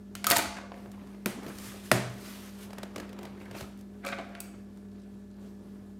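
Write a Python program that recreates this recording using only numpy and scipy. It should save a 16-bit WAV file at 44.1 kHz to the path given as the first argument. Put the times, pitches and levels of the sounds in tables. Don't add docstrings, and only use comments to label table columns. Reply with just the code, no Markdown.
import sys
import numpy as np
from scipy import signal
from scipy.fft import rfft, irfft, next_fast_len
from scipy.io import wavfile
from scipy.ndimage import uniform_filter1d, map_coordinates

SR = 44100
rng = np.random.default_rng(int(sys.argv[2]) if len(sys.argv) > 2 else 0)


def int16_out(signal):
    q = np.round(np.clip(np.atleast_2d(signal).T, -1, 1) * 32767)
    wavfile.write(sys.argv[1], SR, q.astype(np.int16))


def volts_from_decibels(level):
    exponent = np.asarray(level, float) / 20
    return 10 ** exponent


N = 264159


def unit(x):
    return x / np.sqrt(np.mean(x ** 2) + 1e-20)


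def along(points, hz):
    f, v = np.transpose(points)
    return np.interp(np.log(hz + 1), np.log(f + 1), v)


def wobble(rate_hz):
    knots = rng.standard_normal(int(N * rate_hz / SR) + 4)
    return map_coordinates(knots, [np.arange(N) * rate_hz / SR])


def filtered(x, response):
    m = next_fast_len(len(x) + SR // 2)
    return irfft(rfft(x, m) * response(np.fft.rfftfreq(m, 1 / SR)), m)[:len(x)]


def coloured(points):
    return lambda f: volts_from_decibels(along(points, f))


def resonances(modes):
    def response(f):
        total = 0
        for k, (hz, width_hz, db) in enumerate(modes):
            damping = 1j * f * width_hz
            total = total + (-1) ** k * volts_from_decibels(db) * damping / (hz * hz - f * f + damping)
        return total
    return response


def friction(response, grain_db, rate_hz, patchy_db=2.0):
    grains = rng.standard_normal(N) * volts_from_decibels(grain_db * wobble(rate_hz))
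    z = signal.stft(grains, nperseg=256)[2]
    field = uniform_filter1d(rng.standard_normal(z.shape), size=8, axis=0)
    field = uniform_filter1d(field, size=16, axis=1)
    patchy = signal.istft(z * volts_from_decibels(patchy_db * unit(field)), nperseg=256)[1][:N]
    return unit(filtered(patchy, response))


def swells(rows):
    t = np.arange(N) / SR
    power = np.zeros(N)
    for s, db, rise_s, fall_s in rows:
        away = np.maximum((s - t) / abs(rise_s), (t - s) / abs(fall_s))
        power += volts_from_decibels(db - 20 * away) ** 2
    return np.sqrt(uniform_filter1d(power, size=600).clip(0))


def rings(rows, rise_s):
    out, t = np.zeros(N + SR), np.arange(SR // 2) / SR
    onset = 1 - np.exp(-t / rise_s)
    for s, db, hz, t60_s in rows:
        out[round(s * SR):][:len(t)] += volts_from_decibels(db - 60 * t / t60_s) * np.sin(2 * np.pi * hz * t) * onset
    return out[:N]


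def contacts(events, edge_hz, rise_s):
    crack, spread, t = np.zeros(N + SR), np.zeros(N + SR), np.arange(2048) / SR
    for s, db, *_, tilt_db, t60_s in events:
        def colour(f):
            return volts_from_decibels(tilt_db * np.log2((f + 1500) / 5000)) * (1j * f / (edge_hz + 1j * f)) ** 2
        shape = volts_from_decibels(-60 * t / np.clip(t60_s, .003, .08)) * (1 - np.exp(-t / rise_s))
        burst = filtered(rng.standard_normal(len(t)), colour) * shape
        burst *= volts_from_decibels(db + 2) / np.abs(burst).max()
        click = filtered(1. * (np.arange(len(t)) == 32), colour)
        click *= np.linalg.norm(burst) / np.linalg.norm(click)
        crack[round(s * SR):][:len(t)] += burst
        spread[round(s * SR):][:len(t)] += click
    return crack[:N], spread[:N]


def appliance():
    # pitch_hz, rms_db
    hum = [(59.2, -61.5), (96.9, -61.5), (199.2, -47.5), (247.6, -62.5), (317.6, -67.5), (355.3, -65.5),
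           (414.5, -64), (597.5, -71.5), (1723, -79)]
    # freq_hz, density_db (per Hz)
    air = [(25, -50), (45, -24), (75, -26), (100, -7.5), (125, -17), (165, -16.5), (200, -6), (230, -14.5),
           (410, -13.5), (500, -22.5), (900, -28), (1750, -35), (2100, -38.5), (12300, -47), (15800, -51)]
    t = np.arange(N) / SR
    tones = np.zeros(N)
    for hz, db in hum:
        level = volts_from_decibels(db + 3.5 + 0.34 * wobble(22))
        phase = 0.2 * wobble(8) + rng.uniform(0, 2 * np.pi)
        tones += level * np.sin(2 * np.pi * hz * t + phase)
    return tones + volts_from_decibels(-54.5) * friction(coloured(air), grain_db=1.7, rate_hz=8.8, patchy_db=1.0)


def scissors():
    # start_s, peak_db, tilt_db (per octave)
    clatter = [(0.1523, -28, -4.5), (0.2428, -18.5, -7), (0.268, -8.5, 1), (0.3014, -8, 1.5),
               (0.3164, -11, 2), (0.3686, -12.5, -2.5), (0.383, -16, 4), (0.9168, -44.5, -1.5),
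               (4.0497, -32.5, -8), (4.0632, -35, -2), (4.0788, -36, -8), (4.099, -48, 5.5),
               (4.351, -36, -13.5), (4.4035, -24, 3.5), (4.7731, -51.5, -5.5)]
    # start_s, peak_db, tilt_db (per octave)
    bumps = [(0.31, -11.5, -5), (0.3637, -16, -4), (0.39, -23.5, -12), (0.5681, -34.5, -12.5),
             (0.584, -51, -5), (0.7182, -37, -19), (0.7414, -45, -14), (0.8594, -42, -22),
             (0.9796, -55, -36), (1.072, -50, -9), (4.0677, -27.5, -10), (4.0874, -29, -11),
             (4.1854, -33, -15.5), (4.1894, -38, -19)]
    # start_s, level_db, pitch_hz
    handle_notes = [(0.1525, -41, 1400), (0.2446, -25, 1550), (0.2685, -15, 1256), (.3099, -27.5, 687),
                    (0.3632, -18.5, 907), (.3904, -37, 654), (.5681, -41, 2170), (.5844, -36.5, 1140),
                    (.636, -38, 537), (.7185, -40, 566), (.8594, -41, 586), (0.979, -46, 1010),
                    (4.0496, -34.5, 1270), (4.0634, -35, 2530), (4.0677, -27, 2330), (4.081, -34, 1390),
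                    (4.0993, -33, 1570), (4.1894, -36.5, 710), (4.2, -38, 555), (4.299, -39, 555),
                    (4.355, -43, 1390)]
    # start_s, level_db, pitch_hz, t60_s
    steel = [
        (.153, -42.5, 3010, 0.038),
        (4.351, -41, 2480, 0.014),
        (4.351, -46, 3360, .02),
        (4.403, -40, 2450, 0.033),
        (4.403, -45, 4830, 0.045),
        (4.403, -51, 6550, 0.023),
        (4.403, -38, 8200, 0.033),
    ]
    # freq_hz, width_hz, level_db
    handle_modes = [(298.4, 66, -2), (555, 4.6, 6.5), (690.6, 33, 5.5), (1056, 56, -11.5), (1140, 19, -1.5),
                    (1510, 212, -3), (2200, 480, -9.5), (3740, 1450, -21)]
    # freq_hz, width_hz, level_db
    blade_modes = [(2450, 48, -10.5), (4560, 100, 4), (6550, 100, -6), (8200, 823, 0), (9440, 520, -8.5),
                   (11200, 390, -1.5)]
    # peak_s, level_db, rise_s, fall_s, grit_db (over the scrape)
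    drag = [
        (.32, -20, 0.045, 0.068, -10),
        (.38, -23.5, 0.11, 0.11, -6.5),
        (.6, -41, 0.2, 0.087, -12.5),
        (4.07, -30, 0.027, 0.13, -13),
        (4.195, -37, .03, 0.14, -25),
        (4.36, -50.5, .6, 0.42, -21),
        (5, -63.5, 0.45, 0.33, -4),
        (5.33, -63.5, 0.46, .4, -6),
        (5.8, -69.5, 0.38, 0.41, -7),
    ]
    # freq_hz, density_db (per Hz)
    grit_colour = [(1470, -34), (2500, -4.5), (2900, -11), (3890, -1.5), (6650, -10), (7420, -6),
                   (16000, -30)]

    sharp = contacts([(*e, 0.02) for e in clatter], edge_hz=1070, rise_s=0.000067)
    dull = contacts([(*e, 0.0175) for e in bumps], edge_hz=560, rise_s=0.00071)
    crack, spread = np.add(sharp, dull)
    body = rings([(*e, 0.031) for e in handle_notes], rise_s=0.00036)
    body = body + rings(steel, rise_s=0.000535) * wobble(500)
    body = body + volts_from_decibels(2.5) * filtered(spread, resonances(blade_modes))
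    body = body + volts_from_decibels(3.0) * filtered(spread, resonances(handle_modes))

    scrape = swells([e[:4] for e in drag]) * friction(resonances(handle_modes), grain_db=6.0, rate_hz=85)
    grit_rows = [(s, db + grit_db, rise_s, fall_s) for s, db, rise_s, fall_s, grit_db in drag]
    grit = swells(grit_rows) * friction(coloured(grit_colour), grain_db=5.5, rate_hz=210)
    return crack + body, volts_from_decibels(-2.5) * spread + body, volts_from_decibels(-5.5) * (scrape + grit)


def kind(events, contact):
    knock_db, tilt_db, t60_s = contact
    return [(s, db, knock_db, hz, tilt_db, t60_s) for s, db, hz in events]


def cardboard(events, rise_s, wet_db):
    # freq_hz, width_hz, level_db
    panel_modes = [(196.7, 32.4, 19), (295, 66, 3), (356, 12, 13), (450, 250, 5.5), (618.7, 360, 2),
                   (990, 180, -39.5), (1700, 1800, -15)]
    crack, spread = contacts(events, edge_hz=460, rise_s=rise_s)
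    knocks = [(s + 0.0013, db + knock_db, hz, .012) for s, db, knock_db, hz, *_ in events]
    push = rings(knocks, rise_s=0.00046)
    body = volts_from_decibels(2.5) * push + volts_from_decibels(8.5) * filtered(push, resonances(panel_modes))
    return np.array([crack + body, volts_from_decibels(wet_db) * (spread + body)])


def tab_pops():
    # start_s, snap_db, slap_db, knock_hz
    pops = [
        (1.2594, -15.5, -18, 450),
        (1.9152, -11.5, -8, 535),
    ]
    # knock_db, tilt_db (per octave), t60_s
    snap = (-25.5, 4.4, 0.0044)
    slap = (-6.5, -6.5, .016)
    # freq_hz, gain_db
    tab = [(500, -1.5), (1000, 5.5), (1800, 6), (3500, 1.5), (6000, 0), (9000, 3.5), (14000, 0)]
    # start_s, level_db, pitch_hz, t60_s
    boom = [
        (1.261, -31, 234, 0.24),
        (1.261, -37, 310, 0.11),
        (1.917, -38, 79.6, 0.27),
        (1.917, -22.5, 122.6, 0.44),
        (1.917, -28, 173, 0.31),
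        (1.917, -28, 260, 0.28),
        (1.917, -32, 320.5, 0.34),
        (3.02, -50, 65, .15),
        (3.625, -36, 74, 0.11),
    ]
    snaps = kind([(s, db, hz) for s, db, _, hz in pops], snap)
    slaps = kind([(s, db, hz) for s, _, db, hz in pops], slap)
    paths = cardboard(snaps + slaps, rise_s=0.00023, wet_db=2.0)
    return np.array([filtered(path, coloured(tab)) for path in paths]) + rings(boom, rise_s=0.012)


def fingers():
    # start_s, peak_db, knock_hz
    taps = [
        (1.4315, -43.5, 889),
        (1.4636, -37, 452),
        (1.4815, -39, 619),
    ]
    # start_s, peak_db, knock_hz
    picks = [(2.705, -42, 577), (2.7306, -37.5, 530), (2.7824, -35.5, 590), (2.831, -31.5, 608),
             (2.9597, -29, 556), (2.9802, -34, 473), (2.9994, -35, 480), (3.092, -44, 473),
             (3.1287, -42, 525), (3.1882, -37, 550), (3.2302, -39, 560), (3.252, -38.5, 710),
             (3.374, -57, 452), (3.4014, -51, 501), (3.4189, -51, 552), (3.4546, -48, 470),
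             (3.511, -39, 596), (3.5493, -46, 588), (3.6079, -35, 530), (3.6264, -40, 530)]
    # start_s, peak_db, knock_hz
    ticks = [
        (1.5844, -35, 1250),
        (2.098, -48, 900),
        (2.139, -50, 900),
        (3.2094, -59, 1230),
        (3.7739, -52, 456),
        (3.7894, -54.5, 708),
        (3.8096, -50, 549),
    ]
    # knock_db, tilt_db (per octave), t60_s
    tap = (1.5, -5, .024)
    pick = (-2.5, -7.5, .024)
    tick = (-18, -1.5, .021)
    # start_s, peak_db, pitch_hz, t60_s
    thuds = [(0.297, -45, 127, 0.25), (0.368, -44, 110, 0.15), (0.471, -43, 74, 0.12),
             (0.861, -51, 111, 0.2), (1.266, -46, 127, 0.46), (1.466, -42, 153, 0.09),
             (1.555, -45, 66, 0.12), (1.678, -46, 126, 0.13), (2.788, -52, 122, 0.2), (2.96, -54, 98, 0.22),
             (3.021, -53, 66, 0.12), (3.248, -52, 133, 0.14), (3.308, -50, 123, 0.16),
             (3.518, -48, 131, 0.18), (3.616, -36.5, 115, 0.075), (4.069, -65, 67.3, 0.18),
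             (4.198, -81, 94.2, 0.2)]
    # start_s, level_db, pitch_hz, t60_s
    scuffs = [(3.375, -50, 1980, 0.046), (3.405, -48, 2470, 0.089), (3.425, -59, 2590, 0.059),
              (3.456, -39, 1880, 0.044), (3.545, -43.5, 2570, 0.097), (3.58, -39, 4550, 0.055)]
    events = kind(taps, tap) + kind(picks, pick) + kind(ticks, tick)
    knocks = cardboard(events, rise_s=0.0011, wet_db=-0.5)
    return knocks + volts_from_decibels(5.5) * rings(thuds, rise_s=0.0032) + rings(scuffs, rise_s=0.0037) * wobble(900)


def sliding_hand():
    # peak_s, level_db, rise_s, fall_s
    strokes = [(.77, -63.5, 0.058, 0.25), (1.13, -68.5, 0.6, .6), (1.445, -59, 0.037, 0.046),
               (1.485, -52, 0.018, 0.097), (1.66, -45.5, 0.25, 0.26), (1.855, -49, 0.041, 0.15),
               (2.28, -48, 0.23, 0.42), (2.49, -55, 0.37, 0.043), (2.635, -50, 0.11, 0.057),
               (2.99, -63, .1, .2), (3.24, -65, .1, 0.15), (3.42, -67, .1, .15), (3.57, -50, 0.033, .15),
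               (3.61, -51.5, 0.094, 0.051), (3.8, -65, 0.045, .04)]
    # peak_s, level_db, rise_s, fall_s
    presses = [(.74, -54.5, 0.18, 0.22), (1.06, -57, 0.39, 0.39), (1.38, -48, .15, 0.75),
               (1.485, -46, 0.054, 0.061), (1.72, -51, 0.14, .12), (2.27, -56, 0.56, 0.97),
               (2.6, -57.5, .5, 0.14), (2.8, -52.5, 0.34, 0.42), (2.99, -44, 0.099, 0.17),
               (3.25, -46.5, 0.21, 0.2), (3.44, -57, 0.27, 0.31), (3.57, -42.5, 0.11, 0.14),
               (3.81, -71.5, .05, .05)]
    # freq_hz, density_db (per Hz)
    skin = [(710, -18), (1200, 0.5), (2300, -2), (2920, -2), (7410, -6.5), (9010, -6), (14700, -9.5),
            (16000, -14)]
    # freq_hz, density_db (per Hz)
    wall_colour = [(150, -32), (250, 6.5), (420, 0), (600, -2.5), (1000, -5), (2500, -13.5), (5000, -25.5),
                   (10000, -46.5)]
    hiss = swells(strokes) * friction(coloured(skin), grain_db=1.0, rate_hz=180, patchy_db=1.2)
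    wall = swells(presses) * friction(coloured(wall_colour), grain_db=3.5, rate_hz=120)
    return hiss + wall


def room(x, size=8192):
    # freq_hz, t60_s
    decay = [(100, 0.66), (500, 0.69), (2000, 0.57), (6000, 0.58), (14000, 0.25)]
    out = np.zeros(N + 2 * SR)
    for start in range(0, N, size):
        hz, t, z = signal.stft(rng.standard_normal(SR * 3 // 4), SR, nperseg=256)
        tail = signal.istft(z * volts_from_decibels(-60 * t / along(decay, hz)[:, None]), SR, nperseg=256)[1]
        tail *= 1 - np.exp(-np.arange(len(tail)) / SR / 0.002)
        wet = signal.fftconvolve(x[start:start + size], tail / np.linalg.norm(tail))
        out[start:][:len(wet)] += wet
    return out[:N]


def scene():
    hum = appliance()
    knocks, knocks_out, scrape = scissors()
    taps, taps_out = tab_pops() + fingers()
    slide = sliding_hand()
    wet = room(volts_from_decibels(-3) * knocks_out + volts_from_decibels(-9.5) * taps_out + volts_from_decibels(-8.5) * (scrape + slide))
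    return (knocks + taps + scrape + slide + wet + hum)[None]


def roll_off(x):
    return signal.sosfilt(signal.butter(12, 17110, fs=SR, output="sos"), x)


def record(dry):
    soft = dry[0] / (1 + np.abs(dry[0] / .62) ** 4) ** (1 / 4)
    top_hz = 15600
    band = filtered(soft, lambda f: 1 / (1 + (f / top_hz) ** 40))
    return roll_off(band[None])


dry = scene()
out = record(dry)
int16_out(out)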